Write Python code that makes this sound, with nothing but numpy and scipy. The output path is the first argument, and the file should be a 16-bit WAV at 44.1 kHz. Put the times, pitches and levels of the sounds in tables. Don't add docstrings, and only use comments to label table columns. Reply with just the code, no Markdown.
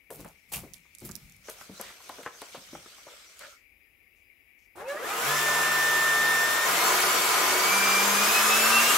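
import sys
import numpy as np
from scipy import signal
from scipy.io import wavfile
from scipy.ndimage import uniform_filter1d

SR = 44100
rng = np.random.default_rng(int(sys.argv[2]) if len(sys.argv) > 2 else 0)


def boost_factor(decibels):
    exponent = np.asarray(decibels, float) / 20
    return 10 ** exponent


def output_pcm(signal):
    pcm = np.clip(np.atleast_2d(signal).T, -1, 1) * 32767
    wavfile.write(sys.argv[1], SR, np.round(pcm).astype(np.int16))


N = 395577
TIME = np.arange(N) / SR
SPINNING = (round(4.7 * SR), N)
IDLE_HZ = 149

# frequency in Hz, likeness [0-1].
LIKENESS = [(60, 0.94), (130, 0.9), (290, 1), (640, 0.66), (1410, 0.32), (3100, 0.34), (6820, 0.24),
            (15000, 0.62)]


def evened(x):
    return x / np.sqrt(np.mean(x ** 2) + 1e-20)


def read(points, hz):
    f, value = np.transpose(points)
    return np.interp(np.log(hz + 1), np.log(f + 1), value)


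def curve(rows):
    s, value = np.transpose(rows)
    return np.interp(TIME, s, value)


def lift_db(modes, hz):
    return sum(db / (1 + (2 * (hz - f) / width) ** 2) for f, width, db in modes)


def drift(top_hz, low_hz=.3, start=0):
    coarse = np.arange(0, N / SR + 1, .004)
    hz = np.geomspace(low_hz, top_hz, num=16)[:, None]
    waves = np.sin(2 * np.pi * (hz * coarse + rng.random(hz.shape))) / np.sqrt(hz)
    return np.interp(TIME[start:], coarse, evened(waves.sum(0)))


def noise(spectrum, modes=(), patchy_db=0.5, alike=1., size=512, span=(0, N)):
    # frequency in Hz, left over right in dB.
    lean = [(60, 5), (110, -1), (200, 4.5), (380, 0.5), (700, 4), (1290, 0.5), (2380, 3), (4400, -2.5),
            (8120, 0.5), (15000, 5)]
    length = span[1] - span[0]
    hz = np.fft.rfftfreq(size, 1 / SR)
    a, b, c, d, patches = rng.standard_normal((4 * length // size + 5, len(hz), 5)).T
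    patches = uniform_filter1d(patches, size=size // 80, axis=0)
    patches = evened(uniform_filter1d(patches, size=8192 // size, axis=1))
    same = np.clip(alike * read(LIKENESS, hz), -1, 1)[:, None]
    left = a + 1j * b
    z = np.array([left, same * left + np.sqrt(1 - same ** 2) * (c + 1j * d)])
    z *= boost_factor(np.outer([.5, -.5], read(lean, hz)))[:, :, None]
    z *= boost_factor((read(spectrum, hz) + lift_db(modes, hz))[:, None] + patchy_db * patches)
    sound = signal.istft(z, nperseg=size, noverlap=3 * size // 4)[1][:, :length]
    return np.pad(evened(sound), ((0, 0), (span[0], N - span[1])))


def resonate(x, hz, width):
    turn = np.exp(2j * np.pi * np.cumsum(hz * np.ones(x.shape[-1])) / SR)
    r = np.exp(-np.pi * width / SR)
    return 2 * (turn * signal.lfilter([1 - r], [1, -r], x / turn)).real


def add(mix, s, sound, pan_db):
    part = mix[:, round(s * SR):][:, :sound.shape[-1]]
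    part += sound[..., :part.shape[1]] * boost_factor([[pan_db / 2], [-pan_db / 2]])


def tone(hz, wobble_db, wander=0.57):
    phase, start = 2 * np.pi * np.cumsum(hz) / SR, N - len(hz)
    ports = []
    for _ in "LR":
        level = np.sqrt(2) * boost_factor(wobble_db * drift(24, 1.8, start))
        ports.append(level * np.sin(phase + wander * drift(14, .3, start)))
    return np.array(ports)


def background():
    # frequency in Hz, density in dB per Hz.
    air = [(20, 5), (50, 26.5), (150, 8.5), (300, 12.5), (1000, 2), (1500, 2), (3000, -39), (4500, -8),
           (5000, -2), (5500, -5), (8600, -8), (9400, -4), (11000, 5), (15700, 1.5), (17000, -17)]
    port = [(760, -65), (1300, -51), (1600, -27), (1810, -14), (2020, -9), (2290, -1.5), (2440, -6.5),
            (2820, -13), (3070, -22), (4200, -30), (5460, -69), (9240, -120)]
    out = boost_factor(-69.5) * noise(air, alike=0.69, size=2048)
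    out += boost_factor(-90) * tone(np.full(N, 4910.), 4.5)
    out += boost_factor(-60) * noise(port, patchy_db=1.6)[0] * boost_factor([[0], [-27]])
    return out


def drags():
    # time in seconds, effort in dB.
    rustle = [(.08, -32), (.28, -16), (.5, -19), (.67, -17), (.9, -18), (1.05, -12), (1.2, -12),
              (1.38, -15)]
    shuffle = [(1.42, -14), (1.49, 2), (1.56, -4), (1.62, 2.5), (1.69, -5), (1.82, 3.5), (1.99, -3),
               (2.08, 1), (2.26, 0), (2.31, -6), (2.39, 1), (2.9, -1), (3.07, -2.5), (3.11, 0), (3.36, -4),
               (3.41, 2), (3.53, -3), (3.7, -38)]
    # time in seconds, level in dB, t60 in seconds.
    thuds = [
        (0.2, -44.5, .33),
        (0.575, -42, 0.5),
        (1.06, -47, 1.3),
        (1.69, -67, .9),
        (2.08, -71, 2.),
        (2.74, -55, 0.51),
    ]
    # frequency in Hz, density in dB per Hz.
    scrape = [(880, -25), (1500, -8), (2110, -7.5), (3070, -4), (4080, -2.5), (4550, -6), (6090, -4.5),
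              (8420, -11), (9550, -22), (11000, -15.5), (14300, -38), (22000, -120)]
    fizz = [(6000, -14), (9000, -4), (12000, 0), (16000, -10), (17000, -32)]
    body = [(200, -25), (330, -6.5), (590, 4.5), (900, -9), (1330, 2), (1700, -5), (2300, -15.5)]
    rumble = [(20, -16), (35, -9), (55, -3), (90, -11.5), (180, -4.5), (260, -19.5), (400, -32)]
    # frequency in Hz, width in Hz, lift in dB.
    sole = [(1295, 170, 6.5), (3900, 300, -3), (6070, 300, 1.5), (8460, 920, 4.5)]
    walking = (0, round(3.8 * SR))
    load_db_per_s = 298

    grains = boost_factor(1.5 * np.minimum(rng.exponential(1, N), 3)) * (rng.random(N) < 500 / SR)
    grit = evened(1 + 0.18 * signal.lfilter([1], [1, -.985], grains))
    grit *= np.interp(TIME, [3.62, 3.75], [1, 0])
    weight = 0
    for s, db, t60 in thuds:
        weight = weight + boost_factor(db + np.minimum(load_db_per_s * (TIME - s), 60 * (s - TIME) / t60))
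    out = weight * noise(rumble, size=1024, span=walking)

    effort_db = curve(rustle + shuffle)
    leaving_db = -2.5 * np.maximum(TIME - shuffle[1][0], 0)
    light_db = .8 * np.minimum(effort_db + 5, 0)
    layers = [(scrape, -52, .55), (fizz, -59.5 + leaving_db, 1.1), (body, -56.5 + leaving_db + light_db, .9)]
    for spectrum, db, alike in layers:
        rub = noise(spectrum, sole, patchy_db=2.5, alike=alike, size=256, span=walking)
        out += boost_factor(effort_db + db) * grit * rub
    return out


def steps():
    # time in seconds, peak in dB, ring in Hz, slap in dB.
    blows = [(0.099, -28.5, 480, -42), (0.191, -31, 360, -23), (0.246, -33.5, 180, -14),
             (0.515, -33.5, 593, -33), (0.63, -33.5, 330, -26), (1.014, -31, 177, -35),
             (1.044, -30.5, 178, -38), (1.089, -30.5, 179, -9), (1.482, -31, 520, -3),
             (1.608, -36.5, 1750, -5.5), (1.689, -28, 172, -25), (1.795, -30, 560, -6),
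             (2.0, -44, 1350, -8), (2.091, -27, 855, -9), (2.18, -30, 440, -21), (2.228, -37, 1830, -8),
             (2.259, -23, 1300, -1), (2.416, -28.5, 640, -5), (2.543, -30.5, 640, -10),
             (2.725, -29.5, 320, -20), (2.748, -34, 800, -4), (2.858, -46.5, 401, 6),
             (2.977, -44, 1150, -15), (3.064, -34, 530, -14), (3.2, -45.5, 2400, -20),
             (3.075, -40, 1100, -12), (2.251, -36, 1500, -12), (1.583, -46, 1370, -20),
             (2.345, -41, 1300, -15), (2.548, -36, 900, -12), (3.408, -40, 1700, -12),
             (3.432, -42, 1600, -12), (3.445, -43, 1900, -12), (1.803, -33, 600, -10),
             (1.49, -34, 600, -10), (2.195, -36, 450, -25), (.177, -36, 170, -30), (2.565, -39, 180, -25),
             (2.266, -31, 1740, -6), (1.901, -40, 1900, -8), (0.848, -55.5, 1100, -8)]
    sole_top_hz = 2200
    out, t = np.zeros((2, N)), TIME[:SR // 5]
    for s, db, hz, slap_db in blows:
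        softness_db = min(slap_db, 0)
        t60 = 0.046 - .0034 * softness_db
        burst = rng.standard_normal(len(t)) * boost_factor(-60 * t / t60) * np.minimum(t / 0.0036, 1)
        burst[60] += boost_factor(15 + 0.35 * softness_db)
        ring = resonate(resonate(burst, hz, 0.5 * hz), hz, 2.4 * hz)
        slap = resonate(resonate(burst * boost_factor(-300 * t), 930, 1160), 980, 1900)
        blow = ring / abs(ring).max() + boost_factor(slap_db + 8) * slap / abs(slap).max()
        muffle = signal.butter(2, max(sole_top_hz, 1.5 * hz), fs=SR, output="sos")
        add(out, s + 0.001794, boost_factor(db - 5.5) * signal.sosfilt(muffle, blow), 2.2)
    return out


def scuffs():
    # start in seconds, hold in seconds, level in dB, brightest Hz, width in Hz.
    slides = [(0.103, 0.048, -48.5, 12000, 7300), (0.201, 0.01, -56, 7700, 6000),
              (0.244, 0.06, -60.5, 11000, 8000), (0.517, 0.048, -35, 10900, 8800),
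              (0.529, 0.011, -37.5, 2620, 830), (0.48, 0.055, -64, 10000, 10000),
              (1., 0.07, -57.5, 9000, 13000), (1.046, 0.008, -41.5, 12000, 6600),
              (4.58, .07, -75, 5900, 3030), (.516, 0.07, -51, 770, 700), (1.81, 0.1, -51.5, 2200, 3300),
              (.247, .02, -48.5, 670, 740), (3.395, 0.08, -55, 580, 70), (2.519, .05, -52, 3000, 2700),
              (1.49, .018, -45, 11000, 8000), (1.44, .05, -58, 6000, 1500), (4.15, .06, -80, 6500, 3000),
              (2.335, .03, -57, 6230, 400), (1.755, .02, -56, 4000, 250), (3.08, .1, -64, 1330, 200),
              (3.09, .05, -60, 3400, 500), (1.83, .07, -56, 1900, 300), (.74, .02, -56, 9000, 8000),
              (3.08, .07, -62, 560, 200), (3.4, .06, -51.5, 1500, 900), (3.47, .07, -60, 1340, 200)]
    jerks = [
        (4.751, 0.09, -48.5, 700, 800),
        (4.752, .05, -64, 9500, 300),
        (4.752, 0.055, -60, 9000, 9000),
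        (4.875, 0.053, -50.5, 6000, 8000),
        (4.919, 0.03, -42, 584, 50),
        (4.94, .2, -48, 380, 160),
    ]
    out, t = np.zeros((2, N)), TIME[:SR // 3]
    for s, held, db, hz, width in slides + jerks:
        common, left, right, sand = rng.standard_normal((4, len(t)))
        rub = common + np.array([left, right])
        band = evened(resonate(resonate(rub, hz, width), hz, 1.26 * width))
        shape = np.minimum(t / 0.01, 1) * boost_factor(db - 60 * np.maximum(t - held, 0) / 0.16)
        grit = boost_factor(2.7 * evened(uniform_filter1d(sand, size=90)))
        add(out, s, band * shape * grit, 1.2)
    return out


def ticks():
    # time in seconds, peak in dB, ring in Hz, left over right in dB.
    touches = [(0.105, -27, 1300, 7), (0.2468, -30.5, 1000, 2), (0.2054, -32, 11300, 7),
               (0.2866, -38.5, 6880, 0.0), (0.736, -29, 7260, -18), (0.7413, -33, 3900, -16),
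               (0.9501, -34.5, 6900, -15), (0.9847, -33, 7780, -16), (0.994, -40, 6560, -15),
               (1.0026, -35, 8780, -9), (1.051, -29.5, 11600, -13), (1.057, -36, 11800, 6),
               (1.0916, -35, 5820, -20), (1.113, -30, 7140, -19), (1.118, -30, 6840, -17),
               (1.1542, -19, 5900, -14), (1.163, -27, 11600, -14), (1.297, -39, 6720, -10),
               (1.322, -40, 6500, -10), (1.4965, -30, 11000, -1), (1.499, -26, 6000, -1.5),
               (1.3648, -42, 11100, -8), (1.0501, -33, 7000, -3), (1.623, -40, 11000, 0),
               (1.7136, -41, 5930, -2), (1.7992, -37, 6070, 3), (1.9035, -38, 3330, 0),
               (2.2317, -36, 3340, 0), (2.551, -37, 3280, 1), (3.4225, -38, 3760, -1),
               (3.445, -40, 3500, 0), (.5282, -26, 7660, -2), (.1132, -36, 10900, 4),
               (.2795, -42, 10000, 0), (1.8121, -22.5, 11500, 10), (2.093, -29, 3450, 12),
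               (2.4176, -27, 4120, 3), (3.393, -25, 3880, 2)]
    out, t = np.zeros((2, N)), TIME[:SR // 20]
    for s, db, hz, pan_db in touches:
        burst = rng.standard_normal(len(t)) * boost_factor(-60 * t / .014)
        burst[8] = 4
        ring = resonate(resonate(burst, hz, 2200), hz, 3100)
        crack = resonate(resonate(burst, 9200, 7600), 9900, 8200)
        too_small_for_bass = signal.butter(2, .6 * min(hz, 6500), "high", fs=SR, output="sos")
        tick = signal.sosfilt(too_small_for_bass, ring + 0.56 * crack)
        add(out, s, boost_factor(db - 3) * tick / abs(tick).max(), pan_db)
    return out


def garage(x):
    # frequency in Hz, t60 in seconds.
    decay = [(100, 0.16), (500, 0.38), (2000, 0.35), (8000, 0.13), (16000, 0.062)]
    taps = np.zeros((2, SR // 2))
    at = np.arange(300, SR // 2 - 20, 20)
    at = at + rng.integers(0, 20, (2, len(at)))
    np.put_along_axis(taps, at, rng.choice([-1., 1.], at.shape), 1)
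    hz, t, z = signal.stft(taps, SR, nperseg=256)
    same = np.clip(read(LIKENESS, hz), 0, 1)[:, None]
    z[1] = same * z[0] + np.sqrt(1 - same ** 2) * z[1]
    tail = signal.istft(z * boost_factor(-60 * t / read(decay, hz)[:, None]), SR, nperseg=256)[1]
    return signal.fftconvolve(x.mean(0)[None], tail / np.linalg.norm(tail[0]), axes=1)[:, :N]


def rotor():
    # time in seconds, turns per second.
    spool = [(4.74, 24), (4.864, 43), (4.9, 46.8), (4.96, 49.5), (5.016, 59), (5.052, 73), (5.1, 100),
             (5.17, 110), (5.3, 143)]
    speed = [(5.34, 146), (5.46, 149), (6.4, 150), (6.65, 152.3), (6.8, 176.5), (6.9, 184.5), (7.5, 185.3),
             (7.655, 187.8), (7.735, 195.8), (7.97, 196.3), (8.05, 199.8), (8.2, 202.1), (8.37, 212.2),
             (8.51, 215.2), (8.72, 225), (8.79, 226), (8.97, 237)]
    inertia_s = .03
    shaft = uniform_filter1d(curve(spool + speed), size=round(inertia_s * SR), mode="nearest")
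    pull = np.clip(np.gradient(shaft) * SR / 100, 0, 2)
    return shaft, np.log10(shaft / IDLE_HZ), pull


def jet():
    # frequency in Hz, density in dB per Hz.
    roar = [(18, -61), (30, -41.5), (345, -11), (416, -7.5), (746, -5), (864, -4.5), (1020, 0.5),
            (1110, -4), (1210, 0), (2030, -7), (4400, -22.5), (5720, -36), (9680, -120)]
    hiss = [(1290, -22), (2200, -4), (3530, -6.5), (4400, -9), (5400, -8), (7410, -6.5), (8840, -11),
            (11800, -9), (14500, -14.5), (16100, -17), (16500, -69)]
    # frequency in Hz, width in Hz, lift in dB.
    duct = [(420, 33, 5), (526, 46, -3.5), (780, 42, 1.5), (1060, 47, 3), (1160, 53, 1.5), (1449, 28, 7),
            (1110, 40, -10), (890, 32, -5)]
    # time in seconds, half width in seconds, level in dB.
    stalls = [
        (4.85, 0.027, -10),
        (4.99, 0.046, -3),
        (5.14, 0.084, -1.5),
    ]
    start_s, catch_s, full_hz = 4.74, .07, 192

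    _, decades, pull = rotor()
    catch_db = -16 * np.clip(1 - (TIME - start_s) / catch_s, 0, 1)
    stall_db = sum(db * np.exp(-((TIME - s) / half) ** 2) for s, half, db in stalls)
    flow = np.minimum(decades, np.log10(full_hz / IDLE_HZ))
    roar_db = -28.5 + 26.5 * flow + 0.42 * pull + catch_db + .6 * stall_db
    hiss_db = -31.5 + 38 * decades + 0.64 * pull + catch_db + stall_db
    gusts_db = drift(30)
    out = boost_factor(roar_db - 2.0 + 0.26 * gusts_db) * noise(roar, duct, patchy_db=1.06, size=2048, span=SPINNING)
    out += boost_factor(hiss_db + 0.28 * gusts_db) * noise(hiss, patchy_db=1.2, span=SPINNING)
    ring = resonate(rng.standard_normal((2, N)) + rng.standard_normal(N), 1196, 170)
    flutter_db = -37 + 1.4 * (hiss_db + 27) + 2.5 * drift(20, 3)
    return out + boost_factor(flutter_db) * evened(resonate(ring, 1200, 200))


def blade_tone(shaft):
    # frequency in Hz, width in Hz, lift in dB.
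    modes = [(558, 127, 20.5), (1792, 84, 25), (1826, 24, -3), (2040, 220, 9), (2395, 30, -6),
             (2562, 20, -6), (2230, 150, 11), (2345, 64, 17.5), (2447, 115, 10.5), (2536, 54, 16.5),
             (2600, 45, 13), (2705, 83, 12.5), (2776, 240, 16)]
    at_speed = np.clip((shaft - 190) / 18, 0, 1)
    flicker_db = 1 + 3.5 * at_speed * np.minimum(drift(35, 8, SPINNING[0]), .8)
    return boost_factor(-55 + lift_db(modes, 12 * shaft) + flicker_db) * tone(12 * shaft, .5, .15)


def flares(shaft):
    # start in seconds, end in seconds, multiple of the shaft rate, level in dB.
    swells = [(4.76, 4.9, 22, -48), (4.87, 4.95, 36, -43), (4.84, 4.93, 60, -52), (4.85, 4.95, 48, -52),
              (4.88, 5.02, 24, -45), (4.94, 5.03, 36, -48), (4.97, 5.08, 8, -43), (4.77, 4.84, 48, -58),
              (4.88, 4.95, 84, -59), (4.98, 5.03, 56, -56), (5.02, 5.07, 48, -55), (5.1, 5.2, 26, -50),
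              (5.15, 5.23, 25, -49), (5.08, 5.15, 36, -55), (4.93, 5., 32, -49), (4.97, 5.04, 20, -48),
              (5.03, 5.09, 16, -46), (4.76, 4.85, 32, -54), (4.78, 4.86, 16, -50), (5.24, 5.36, 24, -48),
              (5.2, 5.3, 18, -47), (5.3, 5.45, 36, -47), (8.32, 8.41, 12, -37), (8.46, 8.68, 12, -40),
              (8.84, 8.97, 12, -40), (8.74, 8.82, 12, -33), (8.15, 8.26, 12, -38), (4.92, 4.97, 16, -47),
              (5.01, 5.08, 24, -46), (5.07, 5.14, 24, -47), (5.06, 5.16, 8, -44), (5.16, 5.28, 8, -43),
              (5.07, 5.2, 12, -39), (5.18, 5.27, 12, -41), (5.24, 5.38, 12, -39), (5.26, 5.36, 9, -40),
              (5.28, 5.4, 7, -42), (5.15, 5.25, 4, -45), (5.2, 5.33, 16, -44), (6.5, 6.74, 12, -39),
              (6.74, 6.86, 12, -40), (6.82, 6.93, 40, -40), (6.8, 6.92, 24, -42), (6.78, 6.9, 38, -43),
              (7.62, 7.74, 12, -37), (7.92, 8.08, 12, -38), (8.55, 8.97, 7, -39), (8.6, 8.97, 5.25, -35),
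              (7.95, 8.97, 24, -46)]
    first = SPINNING[0]
    turns = np.cumsum(shaft) / SR
    rasp = boost_factor(3 * drift(90, 15, first))
    out = np.zeros((2, len(shaft)))
    for start, end, order, db in swells:
        span = slice(round(start * SR) - first, round(end * SR) - first)
        swell = 1.8 * boost_factor(db) * rasp[span] * np.hanning(span.stop - span.start)
        out[:, span] += swell * np.sin(2 * np.pi * order * turns[span])
    return out


def shaft_hum(shaft):
    # frequency in Hz, width in Hz, lift in dB.
    modes = [(141.8, 15.3, 14.5), (152.1, 3.5, -13), (186, 4.3, -10), (200.3, 17, 13.5), (210.5, 3.4, -12),
             (223, 32.5, 14)]
    hum_db = -58 + lift_db(modes, shaft) + .8 * np.minimum(shaft - 128, 0)
    hum = np.sqrt(2) * np.sin(2 * np.pi * np.cumsum(shaft) / SR)
    return boost_factor(hum_db) * hum * boost_factor([[.8], [-.8]])


def shaft_orders(shaft, decades, pull):
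    # multiple of the shaft rate, level in dB.
    orders = [(2, -30), (4, -21), (7, -16.5), (8, -18.5), (24, -12), (36, -15.5), (40, -18.5), (48, -23),
              (50, -18)]
    # frequency in Hz, width in Hz, lift in dB.
    housing = [(385, 60, 19), (1710, 430, 12), (2800, 190, 12), (3670, 170, 4), (5300, 300, 4.5),
               (7270, 390, 9.5)]
    all_db = -33.5 + 25 * np.minimum(decades, 0) - 4 * pull
    all_db = all_db - 14 * np.clip((147 - shaft) / 15, 0, 1)
    out = np.zeros((2, len(shaft)))
    for order, db in orders:
        hz = order * shaft
        out += boost_factor(db + all_db + lift_db(housing, hz)) * tone(hz, 1.3, .35)
    return out


def vortex_whistle(shaft):
    hz = (32 - .0008 * (shaft - 212) ** 2) * shaft
    above = shaft - 177
    whistle_db = np.minimum(-38.5 + 0.3 * above, -32) + 1.2 * np.minimum(above, 0)
    lower_db = -4 - 1.3 * np.maximum(shaft - 197, 0)
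    out = np.zeros((2, len(shaft)))
    for share, db, width in [(1, -5.5, 70), (.79, lower_db, 80)]:
        eddy = rng.standard_normal((2, len(shaft)))
        whistle = evened(resonate(resonate(eddy, share * hz, width), share * hz, width))
        out += boost_factor(whistle_db + db + 2.2 * drift(18, 2.5, SPINNING[0])) * whistle
    return out


def whine():
    first = SPINNING[0]
    shaft, decades, pull = (c[first:] for c in rotor())
    out = blade_tone(shaft) + flares(shaft) + shaft_hum(shaft)
    out += shaft_orders(shaft, decades, pull) + vortex_whistle(shaft)
    return np.pad(out, ((0, 0), (first, 0)))


def starved(x):
    hz, t, z = signal.stft(x, SR, nperseg=1024)
    hit, depth = rng.random((2, len(t) // 2 + 1, 43))
    dip_db = -5 * (hit < .16) * (1 + depth + 9 * (depth > .95))
    dip_db = dip_db.repeat(2, 0).repeat(12, 1).T[:len(hz), :len(t)]
    dip_db = np.where(np.roll(dip_db, 1, axis=1) < -40, -70, dip_db)
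    loud = np.clip((t - 4.6) / 3.3, 0, 1) ** .7
    treble = np.clip(hz / 4500 - 1, 0, 1)[:, None]
    return signal.istft(z * boost_factor(dip_db * loud * treble), SR, nperseg=1024)[1][:, :N]


def scene():
    running = np.clip((TIME - 4.749) / 0.025, 0, 1)
    blows = signal.sosfilt(signal.butter(2, 130, "high", fs=SR, output="sos"), steps() + ticks())
    air, lines = jet() * running, whine() * running
    wet = garage(boost_factor(-15) * blows + boost_factor(-11) * air + boost_factor(-16) * lines)
    return background() + drags() + blows + scuffs() + boost_factor(1.0) * air + lines + wet


def band_limit(x):
    return signal.sosfilt(signal.butter(12, 17010, fs=SR, output="sos"), x)


def record(dry):
    dry = signal.sosfilt(signal.butter(2, 38, "high", fs=SR, output="sos"), dry)
    edge = signal.firwin(2047, 15790, window=("kaiser", 8), fs=SR)
    mix = signal.oaconvolve(starved(dry), edge[None], "same")
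    return band_limit(mix)


dry = scene()
out = record(dry)
output_pcm(out)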